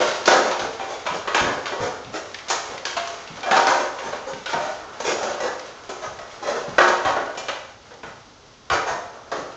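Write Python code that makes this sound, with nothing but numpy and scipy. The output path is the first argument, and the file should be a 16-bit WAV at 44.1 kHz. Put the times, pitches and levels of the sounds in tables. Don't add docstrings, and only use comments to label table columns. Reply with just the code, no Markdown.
import sys
import numpy as np
from scipy import signal
from scipy.fft import rfft, irfft, next_fast_len
from scipy.io import wavfile
from scipy.ndimage import map_coordinates

SR = 44100
rng = np.random.default_rng(int(sys.argv[2]) if len(sys.argv) > 2 else 0)


def waveform_to_disk(signal):
    frames = np.transpose(np.atleast_2d(signal))
    scaled = np.clip(frames, -1, 1) * 32767
    samples = np.round(scaled).astype(np.int16)
    wavfile.write(sys.argv[1], SR, samples)


N = 421596
TOP_HZ = 8200


def amp(db):
    return 10 ** (np.asarray(db) / 20)


def unit(x):
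    return x / np.sqrt(np.mean(x ** 2) + 1e-20)


def add(track, s, sound):
    start = max(round(s * SR), 0)
    track[start:start + len(sound)] += sound[:N - start]


def filtered(x, response):
    m = next_fast_len(len(x) + 4096)
    return irfft(rfft(x, m) * response(np.fft.rfftfreq(m, 1 / SR)), m)[:len(x)]


def along(points, hz):
    point_hz, point_db = np.transpose(points)
    return amp(np.interp(np.log(hz + 1), np.log(point_hz), point_db))


def coloured(x, points):
    return unit(filtered(x, lambda hz: along(points, hz)))


def below(hz, edge_hz, order=10):
    return 1 / np.sqrt(1 + (hz / edge_hz) ** (2 * order))


def resonance(hz, centre_hz, q):
    return 1 / (1 + (q * (hz / centre_hz - centre_hz / (hz + 1))) ** 2)


def grains(count, rate, spread_db):
    size = amp(spread_db * np.minimum(rng.exponential(size=count), 3))
    happens = rng.random(count) < rate / SR
    return happens * rng.choice([-1, 1], count) * size


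def room(x, t60):
    t = np.arange(SR) / SR
    tail = rng.standard_normal(SR) * amp(-60 * t / t60)
    return signal.fftconvolve(x, tail / np.linalg.norm(tail))[:N]


# frequency in Hz, relative level in dB per Hz.
HUSH_COLOUR = [(15, -43), (25, -9.5), (109, -2.5), (190, -10), (242, -5), (339, -10), (2640, -20),
               (3200, -17.5), (6130, -18), (8000, -29), (10400, -73), (17600, -120)]


def hush():
    return amp(-51) * coloured(rng.standard_normal(N), HUSH_COLOUR)


# time in seconds, level of the rubbing in dB, level of the crunching in dB.
BUSTLE_LEVELS = [(0, -29, -26.5), (.7, -43, -42.5), (1.3, -39, -43.5), (2.3, -42.5, -46.5),
                 (3.0, -40, -41.5), (4.1, -47, -47), (5.3, -35.5, -42), (5.8, -44.5, -46.5),
                 (7.25, -41, -42.5), (7.75, -52.5, -53), (8.6, -54, -58.5), (9.099, -45.5, -51.5),
                 (9.56, -44, -54.5)]


def bustle():
    s, rub_db, crunch_db = np.transpose(BUSTLE_LEVELS)
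    t = np.arange(N) / SR
    # frequency in Hz, relative level in dB per Hz
    rub_colour = [(60, -21.5), (250, -15.5), (400, -5.0), (560, 0.0), (850, -4.5),
                  (1500, -7), (2300, -23.5), (8000, -40)]
    crunch_colour = [(300, -24.5), (1300, 2.5), (2200, 0.5), (4000, -2), (6700, -4.5), (8000, -14.5)]
    rubbing = coloured(grains(N, rate=400, spread_db=5.0), rub_colour)
    crunching = coloured(grains(N, rate=140, spread_db=5.5), crunch_colour)
    rubbing = unit(0.13 * rubbing + room(rubbing, t60=0.65))
    crunching = unit(0.35 * crunching + room(crunching, t60=0.63))
    return amp(np.interp(t, s, rub_db)) * rubbing + amp(np.interp(t, s, crunch_db)) * crunching


CLACK_DB, MIDDLE_SPOT_HZ, STIFFENING = 7, 743, 1.5


def clack(spot_hz):
    return CLACK_DB * np.tanh(STIFFENING * np.log2(spot_hz / MIDDLE_SPOT_HZ))


LIFT_DB = -22
FLIGHT_S, FLIGHT_SHRINK = .032, .75
BOUNCE_LOSS_DB = 6
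BOUNCE_BRIGHTENING = 1.3

# start in seconds, level of the body in dB,
# resonance of the struck spot in Hz, crack over the body in dB, crack frequency in Hz.
KNOCKS = [(.002, -18.5, 510, -10.5, 3180), (.257, -34, 800, 9, 4550), (.276, -15, 602, -6, 3760),
          (.512, -29, 820, -4.5, 3560), (.594, -31.5, 710, -0.5, 3940), (0.794, -29, 560, -9.5, 2500),
          (1.056, -37, 924, -4.5, 3450), (1.065, -31, 990, 0, 2590), (1.274, -30.5, 1120, -4, 2920),
          (1.346, -25.5, 1610, 3, 2400), (1.657, -36, 1170, 4, 3200), (1.72, -28, 402, -13, 4530),
          (2.484, -38.5, 480, 6, 5500), (2.501, -28.5, 940, 4, 6740), (2.853, -38.5, 1700, 9, 4470),
          (2.966, -27.5, 690, -4, 3060), (3.074, -44.5, 1210, 5, 6470), (3.371, -40, 560, -15, 3480),
          (3.431, -33, 720, -2.5, 3470), (3.511, -18.5, 780, -7, 2830), (3.565, -24, 970, -4, 4300),
          (3.669, -21, 965, -5, 4670), (3.986, -39, 800, -0.5, 2320), (4.125, -31, 600, -10.5, 3250),
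          (4.459, -40, 1520, 7.5, 3130), (4.531, -25, 715, -11.5, 2960), (5.001, -31.5, 527, -3, 6200),
          (5.23, -32, 503, -3, 5450), (5.403, -28.5, 540, -7, 6560), (5.892, -32, 400, -5.5, 6600),
          (6.187, -38.5, 686, -8, 4840), (6.782, -17.5, 1172, -7.5, 2920), (6.879, -20.5, 610, -9, 4500),
          (7.049, -22.5, 769.5, -9.5, 3080), (7.162, -25, 665, -19, 2980), (7.374, -35, 540, 0.5, 5330),
          (7.484, -31.5, 840, -0.5, 2770), (7.906, -43, 484, -12.5, 4270), (8.032, -42, 920, -4.5, 2630),
          (8.7, -26.5, 1430, -3.5, 3070), (9.316, -26.5, 655, -10.5, 4270)]


def contacts():
    for s, db, spot_hz, crack_db, crack_hz in KNOCKS:
        clack_db = clack(spot_hz)
        delays = [0]
        if db + clack_db > LIFT_DB:
            delays = [0, FLIGHT_S, FLIGHT_S * (1 + FLIGHT_SHRINK)]
        for bounce, delay in enumerate(delays):
            bright_hz = min(crack_hz * BOUNCE_BRIGHTENING ** bounce, TOP_HZ)
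            yield s + delay, db - bounce * BOUNCE_LOSS_DB, clack_db, crack_db, spot_hz, bright_hz


# frequency in Hz, level in dB against the diffuse sound.
RING_MODES = [(220, -21.5), (283, -19.5), (361, -13), (428, -24), (482, -18.5), (533, -17.5), (608, -12),
              (683, -15), (771, -11.5), (931, -12.5), (1003, -21.5), (1109, -16), (1270, -18),
              (1480, -15.5), (1552, -27), (1654, -26), (1934, -22.5), (2373, -20.5), (2835, -31.5),
              (3160, -25.5), (4000, -27.5)]
# frequency in Hz, relative level in dB per Hz.
BLOW_COLOUR = [(40, -19), (120, -16.5), (220, -6.5), (320, -3.5), (450, -0.5), (580, 2.5), (760, 0),
               (1050, -3), (1550, -5), (2000, -10), (3500, -13), (5000, -15.5), (6800, -12.5),
               (8000, -25.5)]
# time in seconds to fall 60 dB, for body, clack and crack in that order.
ROOM_T60 = [0.74, 0.68, 0.63]


def blow(clack_db, crack_db, wall_hz, crack_hz, early_db, ring_db, wall_db):
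    count = 2 ** 15
    t, hz = np.arange(count) / SR, np.fft.rfftfreq(count, 1 / SR)
    spectrum = rfft(rng.standard_normal(count)) * along(BLOW_COLOUR, hz)
    spectrum /= np.linalg.norm(spectrum)

    mode_hz, mode_db = np.transpose(RING_MODES)
    size, detune, phase = rng.standard_normal((len(RING_MODES), 3)).T
    mode_bins = np.searchsorted(hz, mode_hz * (1 + .004 * detune))
    spectrum[mode_bins] += amp(mode_db + ring_db + 5.2 * size) * np.exp(2j * np.pi * phase)

    wall = amp(wall_db) ** 2 * resonance(hz, wall_hz, q=15.6)
    edge = resonance(hz, crack_hz, q=3.8)
    spectrum *= np.sqrt(1 + wall + edge)

    bass_edge_hz = .5 * min(wall_hz, 800)
    spectrum *= np.hypot(.25, hz ** 2 / np.hypot(hz ** 2, bass_edge_hz ** 2))
    spectrum *= np.hypot(.65, below(hz, 1.66 * crack_hz))

    ripple = map_coordinates(rng.standard_normal(400), [hz / 90], mode="mirror")
    spectrum *= amp(2.4 * ripple)

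    low, high = below(hz, 800, order=6), below(hz, 1900, order=7)
    bands = irfft(spectrum * np.array([low, high - low, 1 - high]))
    early = amp(early_db - 60 * t / 0.11)
    sound = np.zeros(count)
    for band, db, t60 in zip(bands, (0, clack_db, crack_db), ROOM_T60):
        sound += amp(db) * unit(band) * np.hypot(early, amp(-60 * t / t60))
    rise_s = min(0.00061 * amp(-crack_db), .005)
    return (1 - np.exp(-t / rise_s)) * sound


def knocks():
    out = np.zeros(N)
    for s, db, *colour in contacts():
        sound = blow(*colour, early_db=0, ring_db=-1.5, wall_db=6.5)
        t = np.arange(len(sound)) / SR
        rattle = map_coordinates(rng.standard_normal(200), [t * 170], mode="mirror")
        add(out, s, amp(db + 1.63 * rattle * np.exp(-t / 0.12)) * sound)
    return out


EDGE_DB, EDGE_SOFTENING = 15.5, 1.3
CLAW_ROOM_DB, EDGE_ROOM_DB = -2.5, -0.5

# start in seconds, approximate peak in dB before the room's echo, ring frequency in Hz.
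CLAW_CLICKS = [(0.114, -16, 3980), (2.047, -24, 3050), (2.3448, -12.5, 2300), (2.387, -19.5, 2370),
               (2.779, -17.5, 2770), (3.276, -21.5, 3520), (3.407, -24.5, 5000), (4.334, -20, 3020),
               (5.595, -21, 4000), (7.94, -32.5, 4440), (9.521, -29.5, 3500)]


def ticks():
    edges = []
    for s, db, spot_hz, crack_db, crack_hz in KNOCKS:
        softening_db = EDGE_SOFTENING * min(clack(spot_hz), 0)
        edges.append((s, db + crack_db + EDGE_DB + softening_db, crack_hz, EDGE_ROOM_DB))
    return edges + [(*click, CLAW_ROOM_DB) for click in CLAW_CLICKS]


# frequency in Hz, relative level in dB per Hz.
CLICK_COLOUR = [(200, -27.5), (1100, -8.5), (1700, 3.5), (3300, -0.5), (5000, -1.5), (8000, -14)]


def clicks():
    direct, sent = np.zeros(N), np.zeros(N)
    t = np.arange(SR // 20) / SR
    for s, db, ring_hz, room_db in ticks():
        noise = rng.standard_normal(len(t))
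        ring = filtered(noise, lambda hz: along(CLICK_COLOUR, hz)
                        * np.sqrt(0.093 + resonance(hz, ring_hz, q=1.6)))
        click = amp(db - 10 - 60 * t / 0.031) * unit(ring)
        add(direct, s, click)
        add(sent, s, amp(room_db) * click)
    return direct + room(sent, t60=.6)


WEIGHT_DB, WEIGHT_HZ = -24, 200

# start in seconds, level in dB before it dies away, boom frequency in Hz.
THUDS = [(.602, -40, 129), (1.101, -39, 190), (1.408, -29.5, 143), (1.498, -40, 131), (1.8, -32, 160),
         (2.05, -40.5, 143), (2.692, -44, 190), (3.3, -40, 168), (4.05, -44, 150), (4.318, -39, 172),
         (4.54, -37.5, 150), (6.048, -43, 129), (6.679, -37, 170), (7.056, -37, 92), (8.033, -41.5, 164.5),
         (8.706, -34.5, 82), (8.89, -41.5, 132), (9.378, -40, 232)]


def thuds():
    out, t = np.zeros(N), np.arange(SR // 2) / SR
    under_knocks = [(s, db + WEIGHT_DB, WEIGHT_HZ) for s, db, *_ in KNOCKS]
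    for s, db, boom_hz in [*THUDS, *under_knocks]:
        noise = rng.standard_normal(len(t))
        boom = filtered(noise, lambda hz: np.sqrt(resonance(hz, boom_hz, q=1.0)) * below(hz, 2 * boom_hz))
        swell = 1 - np.exp(-t / 0.0024)
        add(out, s, amp(db - 60 * t / 0.51) * swell * unit(boom))
    return out


SCRAPE_CLACK_DB, SCRAPE_STIFFNESS, GRIT_HZ = -2, 0.56, 5300

# start in seconds, length in seconds, level of the body in dB,
# resonance of the rubbing spot in Hz, crack over the body in dB.
SCRAPES = [(0.291, 0.1, -17, 578, -15), (0.443, 0.042, -28, 437, -7.5), (0.598, .066, -29.5, 460, -12.5),
           (0.872, .088, -33.5, 380, -6.5), (1.126, 0.048, -32.5, 335, -6.5), (1.409, .1, -22.5, 372, -19),
           (1.788, .09, -26, 474, -8.5), (2.122, .06, -32, 583, -3.5), (2.666, .092, -36.5, 530, -10.5),
           (3.448, 0.044, -27.5, 780, -13), (3.759, 0.081, -28.5, 980, -8.5), (4.01, .1, -31, 694, -8.5),
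           (4.258, 0.057, -34, 523, -7.5), (4.473, 0.065, -35.5, 1510, -1.5), (4.57, .14, -30, 634, -7.5),
           (5.039, .09, -23.5, 425, -3.5), (5.149, .18, -26.5, 600, -10), (5.409, .082, -25, 520, -11.5),
           (6.014, 0.053, -36, 1180, -5), (6.414, .11, -22.5, 462, -10.5), (6.55, .025, -31.5, 475, -7.5),
           (7.063, 0.054, -28.5, 700, -15.5), (8.045, .045, -47, 1810, -5),
           (8.712, 0.026, -26.5, 717, -6.5), (8.85, .08, -24, 698, -11), (9.353, 0.065, -37, 350, -11)]


def scrapes():
    out = np.zeros(N)
    for s, length, db, spot_hz, crack_db in SCRAPES:
        clack_db = SCRAPE_CLACK_DB + SCRAPE_STIFFNESS * clack(spot_hz)
        sound = blow(clack_db, crack_db, spot_hz, GRIT_HZ, early_db=6, ring_db=-11.5, wall_db=7.0)
        count = int(length * SR)
        swell = np.sqrt(np.abs(np.sin(np.pi * np.arange(count) / count)))
        slips = grains(count, rate=900, spread_db=4) * swell
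        slips /= np.linalg.norm(slips) + 1e-9
        add(out, s, amp(db) * signal.fftconvolve(slips, sound))
    return out


def scene():
    mix = hush() + bustle() + knocks() + clicks() + thuds() + scrapes()
    return mix[None]


def record(dry):
    rounded = dry / (1 + (dry / .9) ** 8) ** (1 / 8)
    return np.array([filtered(x, lambda hz: below(hz, 7300) * (hz < TOP_HZ)) for x in rounded])


dry = scene()
out = record(dry)
waveform_to_disk(out)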